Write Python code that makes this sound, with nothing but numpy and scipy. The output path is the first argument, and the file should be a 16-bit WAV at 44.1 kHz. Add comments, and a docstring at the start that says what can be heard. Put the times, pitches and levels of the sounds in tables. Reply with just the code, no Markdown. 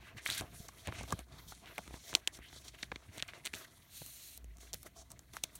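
"""Close by, hands turn a card, open a plastic sleeve and slide the card in, above a table in a quiet room.
Early on, skin, card and film rub (friction noise into resonances), a fingertip whistles faintly on the gloss,
the buckling film snaps (noise bursts around sharp clicks), with card knocks and low thumps (decaying tones).
The sharpest snaps come a little past two seconds; near four the card hisses into the sleeve, then more snaps.
Throughout, the table hums low under the forearms (a wavering low mode) over a faint steady hiss."""
import sys
import numpy as np
from scipy import signal
from scipy.fft import rfft, irfft
from scipy.io import wavfile

SR = 44100
rng = np.random.default_rng(int(sys.argv[2]) if len(sys.argv) > 2 else 0)


def transcribe(u):
    """Save the signal u as a 16-bit wav file named by the first command-line argument.

    u: samples, shape (n,) or (channels, n), limited to [-1, 1]; the rate is SR.
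    q: integer samples, one column per channel.
    """
    v = np.clip(np.atleast_2d(u).T, -1, 1)
    q = np.round(v * 32767).astype(np.int16)
    wavfile.write(sys.argv[1], SR, q)


N = 246519  # samples


def undb(db):
    """Decibel definition: level to amplitude ratio."""
    return 10 ** (np.asarray(db) / 20)


def unit(x):
    """Normalization to an RMS of 1."""
    return x / np.sqrt(np.mean(x ** 2))


def peak(x):
    """Normalization to a peak of 1."""
    return x / np.max(np.abs(x))


def band(x, hz, width_hz):
    """Simple resonance: two poles, gain 1 at the centre."""
    hz = np.clip(hz, 20, 18000)
    b, a = signal.iirpeak(hz, hz / np.clip(width_hz, 1, 18000), SR)
    return signal.lfilter(b, a, x)


def ring(x, modes):
    """Modal superposition: parallel resonances, neighbours opposite in sign."""
    return sum((-1) ** k * undb(db) * band(x, hz, width) for k, (hz, width, db) in enumerate(modes))


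def curves(table):
    """Linear interpolation of each column over time."""
    s, *columns = np.transpose(table)
    return [np.interp(np.arange(N) / SR, s, c) for c in columns]


def walk(rate):
    """Slow random modulation: levels, rate a second, joined by straight lines; spread near 1."""
    levels = rng.standard_normal(1200)
    return 1.2 * np.interp(np.arange(N) * rate / SR, np.arange(len(levels)), levels)


def friction(scatter_db, patch_rate, patchy_db):
    """Stick-slip friction: dense slips of uneven size, stronger and weaker in patches."""
    slips = rng.standard_normal(N) * undb(scatter_db * rng.exponential(size=N))
    return slips * undb(patchy_db * walk(patch_rate))


def rasp(modes, scatter_db, drift_db, patchy_db=3.1):
    """Friction-driven modes: the contact wanders, so each mode swells and fades alone."""
    slips = friction(scatter_db, 80, patchy_db)
    total = np.zeros(N)
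    for k, (hz, width, db) in enumerate(modes):
        tone = band(band(slips, hz, width), hz, 5.16 * width)
        total += (-1) ** k * undb(db + drift_db * walk(14)) * tone
    return unit(total)


# time constants of every stroke, and the level it gains as pressure builds
ATTACK_S, RELEASE_S, BUILD_DB_PER_S = 0.0053, 0.0074, 8


def stroke(s, length):
    """Exponential envelope: rises to 1 at the start, builds over the length and dies away."""
    knee_db = [-60, 0, BUILD_DB_PER_S * length, -60]
    # 60 dB take ln(1000) time constants
    knee_s = s + np.array([-np.log(1000) * ATTACK_S, 0, length, length + np.log(1000) * RELEASE_S])
    i, j = np.clip(knee_s[[0, -1]] * SR, 0, N).astype(int)
    gain = np.zeros(N)
    gain[i:j] = undb(np.interp(np.arange(i, j) / SR, knee_s, knee_db))
    return gain


def swells(table, resting_db):
    """Gaussian envelopes: smooth humps on top of a resting level."""
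    t = np.arange(N) / SR
    humps = sum(undb(db) * np.exp(-(2 * (t - s) / length) ** 2) for s, length, db in table)
    return undb(resting_db) + humps


# spectrum of the room hiss before levelling: pitch_hz, density (dB per Hz, relative)
ROOM_SPECTRUM = [(150, -38), (250, 21), (500, 1), (684, 11.5), (1040, -15), (2080, -16), (6410, -12),
                 (15800, -2)]
ROOM_DB = -75  # RMS


def room():
    """Stationary noise: the steady faint hiss of room and microphone, shaped in frequency."""
    hz, db = np.transpose(ROOM_SPECTRUM)
    log_hz = np.log(np.arange(1, N // 2 + 2) * SR / N)
    spectrum = rfft(rng.standard_normal(N)) * undb(np.interp(log_hz, np.log(hz), db))
    return undb(ROOM_DB) * unit(irfft(spectrum, N))


# forearms lean on the table: centre_s, length_s, boom level_db
LEANS = [(1.04, 0.07, -49), (1.21, 0.089, -56), (1.92, 0.11, -56.5), (2.15, 0.076, -60.5),
         (2.41, 0.026, -52), (2.68, 0.15, -66), (2.92, 0.13, -60.5), (4.48, 0.17, -49.5), (4.68, 0.2, -63)]
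# arms knock or shift on it: centre_s, length_s, shuffle level_db
SHIFTS = [(0.16, 0.044, -55), (0.31, 0.035, -56), (0.425, 0.043, -50), (0.605, 0.006, -46.5),
          (0.89, 0.032, -45.5), (1.0, 0.2, -51), (1.135, 0.023, -39), (1.79, 0.031, -53),
          (2.145, 0.027, -55), (2.925, 0.037, -55), (3.18, 0.017, -54), (3.55, 0.03, -60),
          (4.022, 0.012, -52)]
# fidgeting between the events; card and film levels are relative, weighted in rubbing():
# start_s, card level_db, film level_db, arms on the table level_db
FIDGET = [(0.0, -57, -96, -57.5), (0.13, -59, -81, -71), (0.55, -57.5, -67.5, -57), (1.1, -71, -66, -77),
          (1.27, -67, -74, -61), (1.4, -62, -68.5, -61.5), (2.1, -60.5, -61, -65.5),
          (2.23, -62.5, -74.5, -66.5), (2.6, -64, -72.5, -65), (3.0, -63, -73, -65),
          (3.6, -61.5, -74, -66.5), (3.75, -63.5, -65, -68), (4.5, -70.5, -84, -66), (4.7, -69, -75, -65),
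          (5.25, -67.5, -78, -63), (5.59, -66, -66, -66)]
TABLE_HZ, TABLE_WANDER_HZ = 60.8, 14.2 / 4
FIDGET_BOOM_DB = -4.5  # resting boom over the shuffle
PATCHY_DB = 2.5  # unevenness of the shuffle


def table():
    """Plate modes: the lowest booms almost as a tone; arms shuffling on the top rumble above it."""
    arms_db = curves(FIDGET)[-1]
    wavering_hz = TABLE_HZ + TABLE_WANDER_HZ * walk(8)
    tone = np.sqrt(2) * np.sin(2 * np.pi * np.cumsum(wavering_hz) / SR)
    boom = tone * undb(2.8 * walk(9))
    shuffle = ring(friction(1.0, 25, PATCHY_DB), [(80, 40.5, 1.5), (143.6, 56, 1.0), (224.0, 164, -6.0)])
    shuffle = ring(shuffle, [(113, 210, 0)])
    under = band(band(rng.standard_normal(N), 47, 21), 54, 37)
    booming = swells(LEANS, arms_db + FIDGET_BOOM_DB) * boom
    shuffling = swells(SHIFTS, arms_db) * unit(shuffle)
    return booming + shuffling + undb(-74.0) * unit(under)


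SETTLE_DB, SETTLE_S = -41, 0.014  # start of the rustle against the snap's peak, before weighting; time constant


def settling():
    """Exponential relaxation: after every snap the film rustles back into shape."""
    kicks = np.zeros(N)
    for s, db, *_ in SNAPS:
        kicks[int(s * SR)] = undb(db + SETTLE_DB)
    return signal.lfilter([1], [1, -np.exp(-1 / (SETTLE_S * SR))], kicks)


def creases(per_second, size_db, fade_ms):
    """Random impulses: gain jumps when a small crease gives way and fades within milliseconds."""
    kicks = (rng.random(N) < per_second / SR) * undb(size_db * rng.standard_normal(N))
    return signal.lfilter([1], [1, -np.exp(-1000 / (fade_ms * SR))], kicks)


# rubs of fingers, card and film; levels are relative, weighted in rubbing():
# start_s, length_s, card rasp level_db, fine-grain treble level_db, soft low scrape level_db
STROKES = [(0.01, 0.092, -52.5, -68.5, -68.5), (0.172, 0.023, -47, -64, -88), (0.225, 0.05, -68, -61, -89),
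           (0.26, 0.026, -44, -51.5, -67), (0.3, 0.04, -38.5, -51, -73), (0.348, 0.014, -38, -43.5, -70),
           (0.378, 0.022, -33.5, -45, -75), (0.412, 0.015, -78, -91, -58), (0.545, 0.12, -74, -65.5, -90),
           (0.773, 0.059, -60, -78, -99), (0.858, 0.042, -44.5, -78, -53), (0.919, 0.085, -51, -65, -51),
           (1.016, 0.041, -51, -78, -48.5), (1.079, 0.054, -54, -64, -43.5), (1.123, 0.053, -61, -78, -56),
           (1.191, 0.015, -53, -63.5, -50), (1.323, 0.077, -63, -69, -61), (1.483, 0.03, -66, -60, -95),
           (1.643, 0.09, -56, -101, -57.5), (1.75, 0.037, -61, -64.5, -68), (1.935, 0.024, -57, -61, -50),
           (2.077, 0.09, -58, -64.5, -55), (2.333, 0.039, -65, -57, -91), (2.378, 0.041, -60, -99, -60),
           (2.432, 0.11, -61.5, -69, -93), (2.527, 0.09, -62.5, -64, -69), (2.646, 0.041, -58, -61, -67),
           (2.743, 0.0097, -57, -68, -54), (2.789, 0.054, -58, -63, -63.5),
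           (3.132, 0.069, -55.5, -64.5, -60.5), (3.29, 0.012, -50.5, -70, -60.5),
           (3.339, 0.049, -65, -70.5, -53.5), (3.46, 0.011, -43, -87, -54),
           (3.537, 0.066, -57.5, -56, -62.5), (3.613, 0.038, -51.5, -62, -49),
           (4.608, 0.096, -67, -63, -67), (4.731, 0.1, -106, -69, -101), (4.862, 0.0062, -74, -52, -49.5),
           (4.965, 0.057, -100, -59.5, -62.5), (5.11, 0.0083, -103, -55.5, -56.5),
           (5.336, 0.036, -55, -55, -52.5), (5.533, 0.027, -114, -70, -72)]
SWISH_SHARE, SWISH_DB = 0.62, -4  # the sleeve's swish lies between rasp and treble; its offset
FIDGET_LOW_DB = 0.5  # low scrape over the card


def mix(rasp_db, treble_db, low_db):
    """Level interpolation: gains of rasp, swish, treble and low scrape."""
    swish_db = rasp_db + SWISH_SHARE * (treble_db - rasp_db) + SWISH_DB
    return undb([rasp_db, swish_db, treble_db, low_db])


def contact():
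    """Sum of contact gains: fidgeting, strokes and settling film."""
    card_db, film_db, _ = curves(FIDGET)
    fidgeting = mix(card_db, film_db, card_db + FIDGET_LOW_DB)
    strokes = sum(mix(*levels)[:, None] * stroke(s, length) for s, length, *levels in STROKES)
    return fidgeting + strokes + mix(0, -6.5, 0.37)[:, None] * settling()


# resonances of the card's rasp: pitch_hz, width_hz, level_db
CARD_BODY = [(1633, 270, -2), (2024, 210, 3.5), (2490, 1000, -3)]
# resonances of the soft low scrape: pitch_hz, width_hz, level_db
CARD_HOLLOW = [(350, 150, -1), (684, 75, 3.5), (860, 300, -6), (1200, 500, -4.5)]
# resonances of the sleeve's swish: pitch_hz, width_hz, level_db
FILM_EDGE = [(3100, 380, -0.23), (4030, 1720, 0.69)]
# resonances of the fine-grain treble: pitch_hz, width_hz, level_db
FILM_SHEEN = [(5980, 1920, 1.5), (10050, 1660, 2.5), (13300, 3600, -5.5)]
DRIFT_DB = 2.2  # how far each card mode swells and fades


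def rubbing():
    """Stick-slip friction: four contacts slip on their own, grip trembling; creases crinkle mostly the card."""
    body, edge, sheen, hollow = contact()
    card = body * rasp(CARD_BODY, 1.3, DRIFT_DB) + hollow * rasp(CARD_HOLLOW, 3.07, DRIFT_DB)
    film = edge * rasp(FILM_EDGE, 2.18, 1.4) + sheen * rasp(FILM_SHEEN, 2.4, 3.2, patchy_db=1.1)
    crinkle = creases(140.0, 2.7, 0.67)
    grip = undb(0.82 * walk(40))
    return grip * (undb(-8.5) * (1 + 0.59 * crinkle) * card + (1 + 0.2 * crinkle) * film)


# a fingertip drags on the gloss with a thin whistle: start_s, length_s, pitch_hz, level_db
DRAGS = [(0.024, 0.113, 2610, -69.5), (2.44, 0.044, 3070, -59.5)]


def drags():
    """Selective resonance: friction through one narrow mode."""
    out = np.zeros(N)
    for s, length, hz, db in DRAGS:
        out += undb(db) * stroke(s, length) * rasp([(hz, hz / 12, 0)], 0.81, 1.2)
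    return out


# card knocks and low thumps: start_s, peak level_db, pitch_hz, t60_ms
KNOCKS = [(0.262, -19.5, 2140, 4.2), (0.4165, -49, 590, 27), (0.688, -43.5, 1110, 21),
          (0.877, -37, 170, 30), (1.1253, -24, 1157, 19), (1.1239, -33.5, 1640, 28)]
KNOCK_RISE_MS = 0.26  # time constant


def knocks():
    """Exponential decay: card knocks and low thumps as short tones with a soft onset."""
    out, t = np.zeros(N), np.arange(3000) / SR
    for s, db, hz, t60_ms in KNOCKS:
        shape = (1 - np.exp(-1000 * t / KNOCK_RISE_MS)) * undb(-60000 * t / t60_ms)
        out[int(s * SR):][:len(t)] += undb(db) * peak(shape) * np.sin(2 * np.pi * hz * t)
    return out


# speed of the card going into the sleeve, as level of its hiss: time_s, level_db
SLIDE = [(3.86, -92), (3.91, -62.5), (3.97, -49.5), (4.05, -54), (4.372, -54.5), (4.386, -78)]
# resonances of the sleeve filling with card: pitch_hz, width_hz, level_db
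POCKET = [(2900, 1500, -5), (4150, 520, 3), (6540, 1700, -3.5), (9160, 1000, 2), (12300, 4500, -3)]


def slide():
    """Sliding friction: the card, guided by the film, hisses finely; the hiss grows, holds, stops at the bottom."""
    return undb(curves(SLIDE)[0]) * rasp(POCKET, 1.2, 1.5, patchy_db=0.8)


# film and card edge snapping; the last levels are relative to the pop:
# start_s, peak level_db, pitch_hz, bright crack level_db, low flap level_db, burst length_ms
SNAPS = [(0.1827, -37, 2240.0, -12, -11, 3.9), (0.257, -28, 8500, -26, -31, 4.5),
         (0.2666, -29, 2000, -15, -28, 4.2), (0.275, -26, 6500, 4, -31, 1.7),
         (0.29, -28.5, 1730, -4, -13.5, 0.44), (0.3014, -19.5, 3370, -2.5, -38, 0.85),
         (0.31, -26, 4220, -13, -31, 1.3), (0.379, -21, 9050, -34, -34, 3.9),
         (0.4098, -26, 2370, 6, -4, 1.6), (0.42, -38, 570, -27, -7.5, 29),
         (0.6844, -35, 6600, -18, -22, 8.8), (0.6885, -40, 1160, -21, -15, 3.4),
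         (0.8731, -27, 3060, -1.5, -11, 0.52), (0.8811, -35, 2980, -31, 2.5, 0.89),
         (0.887, -33.5, 990, -32, -1, 1.4), (0.9242, -33.5, 1410, -27, -7.5, 0.36),
         (1.01, -40, 850, 0, 2, 0.96), (1.0362, -41.5, 1300, -22, 0.5, 1.3),
         (1.106, -28.5, 3950, -6, -13, 0.3), (1.124, -20.5, 5400, 9, -9.5, 4.1),
         (1.1915, -31, 2650, 2.5, -9, 0.36), (1.192, -40.5, 680, -25, -19, 3.8),
         (1.522, -41.5, 1050, -20, -1.5, 8), (1.659, -42, 3500, -26, -24, 1.5),
         (1.781, -25, 2110, -5, -9, 2.9), (1.7885, -32, 676, -19, -29, 4.1),
         (1.8775, -36.5, 3540, -10, -6, 1.2), (1.908, -49.5, 900, -20, 6, 1.5),
         (1.941, -40, 1640, -17, 4, 1.1), (2.13, -33, 1430, -21, -7, 0.34),
         (2.14, -27.5, 3200, -3, -17, 0.86), (2.1514, -4.5, 3860, -29, -30, 1.7),
         (2.1528, -27.5, 5800, -10, -8.5, 1.2), (2.275, -10, 3510, -8, -32.5, 1.64),
         (2.389, -47, 1210, 1, 3, 1.4), (2.5288, -41, 1890, -6, -6, 1.2), (2.562, -41, 5700, -9, -11, 5.3),
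         (2.682, -37, 4600, -23, -18, 15), (2.748, -44, 2180, -26, -20, 10),
         (2.8289, -25.5, 4000, -42, -18, 7.1), (2.832, -28.5, 1970, -42, -17, 4.7),
         (2.9176, -29.5, 1860, -42, -8.5, 4.6), (2.922, -32.5, 850, -37, -2, 0.65),
         (2.9591, -31, 2360, -38, -9.5, 3.4), (3.1814, -29.5, 3120, 1, -22, 0.74),
         (3.176, -41.5, 2000, 7, -2.5, 5.4), (3.1965, -31, 2600, -36, -26, 0.76),
         (3.201, -32.5, 2810, -17, -16, 0.92), (3.2248, -17, 3200, -20, -23, 0.44),
         (3.229, -36.5, 1690, -28, -13.5, 6), (3.28, -40, 8300, 11, -31, 3.8),
         (3.3353, -35.5, 1740, -33, -9, 0.88), (3.447, -37, 3350, -4, -18, 0.82),
         (3.4531, -25, 3600, 0, -28, 0.6), (3.4548, -27, 3860, -3, -23, 0.71),
         (3.4565, -26, 4000, -4, -44, 0.5), (3.4603, -19, 3900, 1, -44, 1),
         (3.4686, -23.5, 3600, -10, -23, 1.1), (3.474, -27, 3030, -12, -34, 0.96),
         (3.5342, -34.5, 2630, 1, -17, 4), (3.5377, -24.5, 2500, -28, -16, 1.2),
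         (3.545, -29.5, 3640, -13, -20, 0.58), (3.5509, -28, 4000, -14, -22, 0.62),
         (4.0172, -48, 905, -30, 10.5, 0.31), (4.063, -29, 8700, -22, -24, 0.81),
         (4.3763, -27, 12000, -36, -25.5, 0.55), (4.4438, -43.5, 2500, 7.5, -5.5, 1.9),
         (4.584, -47, 3000, 11, -6, 2.8), (4.606, -53, 2580, -12, -26, 1.0),
         (4.7319, -22.5, 6250, -33, -29, 0.34), (4.737, -22.5, 5100, -34, -20, 0.22),
         (4.7429, -21, 10400, -9, -20.5, 2.2), (4.831, -29, 9800, -43, -22.5, 0.14),
         (4.8671, -44, 1750, -4.5, -21, 15), (5.104, -39.5, 7900, 11, -13, 1.4),
         (5.1175, -30.5, 8100, -38.5, -25, 1.8), (5.1926, -35, 6600, -9, -17, 0.76),
         (5.336, -40, 2540, 5.5, -10, 1), (5.3681, -29, 1430, -2, -19, 0.63), (5.434, -42, 5040, 0, -21, 4),
         (5.4375, -14.5, 4120, 4, -25.5, 3.3), (5.441, -23, 4050, -22, -24, 0.74),
         (5.555, -34, 9200, -42, -29, 14)]
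# fixed treble resonances colouring every snap, perhaps the microphone's: pitch_hz, width_hz, level_db
TREBLE_COLOUR = [(6050, 1100, 0), (9000, 1500, -2), (14800, 2000, -9)]
CLICK_SIZE = 8  # the sharp click against the noise around it
TAIL_DB, TAIL_MS = -18, 2.1  # scattered hiss: relative peak, time constant


def snaps():
    """Impulse excitation: a short noise burst around a sharp click, then a low flap and a short scattered hiss."""
    lead, size = 200, 1800  # samples before the click, and in all
    out, t = np.zeros(N + size), (np.arange(size) - lead) / SR
    after = np.maximum(t, 0)
    chance = rng.standard_normal((len(SNAPS), 3, size))
    for (s, db, hz, crack_db, flap_db, ms), (noise, flap, tail) in zip(SNAPS, chance):
        span = max(ms, .1) / 1000
        rise_and_fall = np.exp(np.minimum(t / (.15 * span), -t / (.65 * span)))
        burst = (noise + CLICK_SIZE * (t == 0)) * rise_and_fall
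        # a broad click with the buckled panel's own ring on top
        click = burst
        for _ in range(3):
            click = band(click, hz, 1.86 * hz)
        pop = peak(undb(-4) * click + band(click, hz, 0.45 * hz))
        crack = peak(ring(burst, TREBLE_COLOUR))
        low = peak(band(band(flap * after * np.exp(-after / 0.0011), 130, 560), 160, 802))
        hiss = tail * np.exp(-after / TAIL_MS * 1000) * (1 - np.exp(-after / 0.001))
        dull_hiss = band(band(hiss, hz, 2.2 * hz), hz, 2.6 * hz)
        hiss = peak(dull_hiss + undb(crack_db) * ring(hiss, TREBLE_COLOUR))
        snap = peak(pop + undb(crack_db) * crack) + undb(flap_db) * low + undb(TAIL_DB) * hiss
        i = int(s * SR) - lead
        out[i:i + size] += undb(db) * snap
    return out[:N]


def scene():
    """Linear superposition of all sources, in one channel."""
    return (snaps() + knocks() + rubbing() + slide() + drags() + table() + room())[None]


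# the phone's case cancels narrow bands: pitch_hz, width_hz, share removed (amplitude ratio)
CASE_DIPS = [(4950, 500, 0.55), (10400, 1200, 0.4)]
TOP_HZ = 15850


def record(dry):
    """Cancellation and low-pass filtering: the case notches the treble; nothing sounds above about 16 kHz."""
    for hz, width_hz, share in CASE_DIPS:
        dry = dry - np.clip(share, 0, 1) * band(dry, hz, width_hz)
    return signal.sosfilt(signal.ellip(8, .2, 60, TOP_HZ, fs=SR, output="sos"), dry)


dry = scene()
out = record(dry)
transcribe(out)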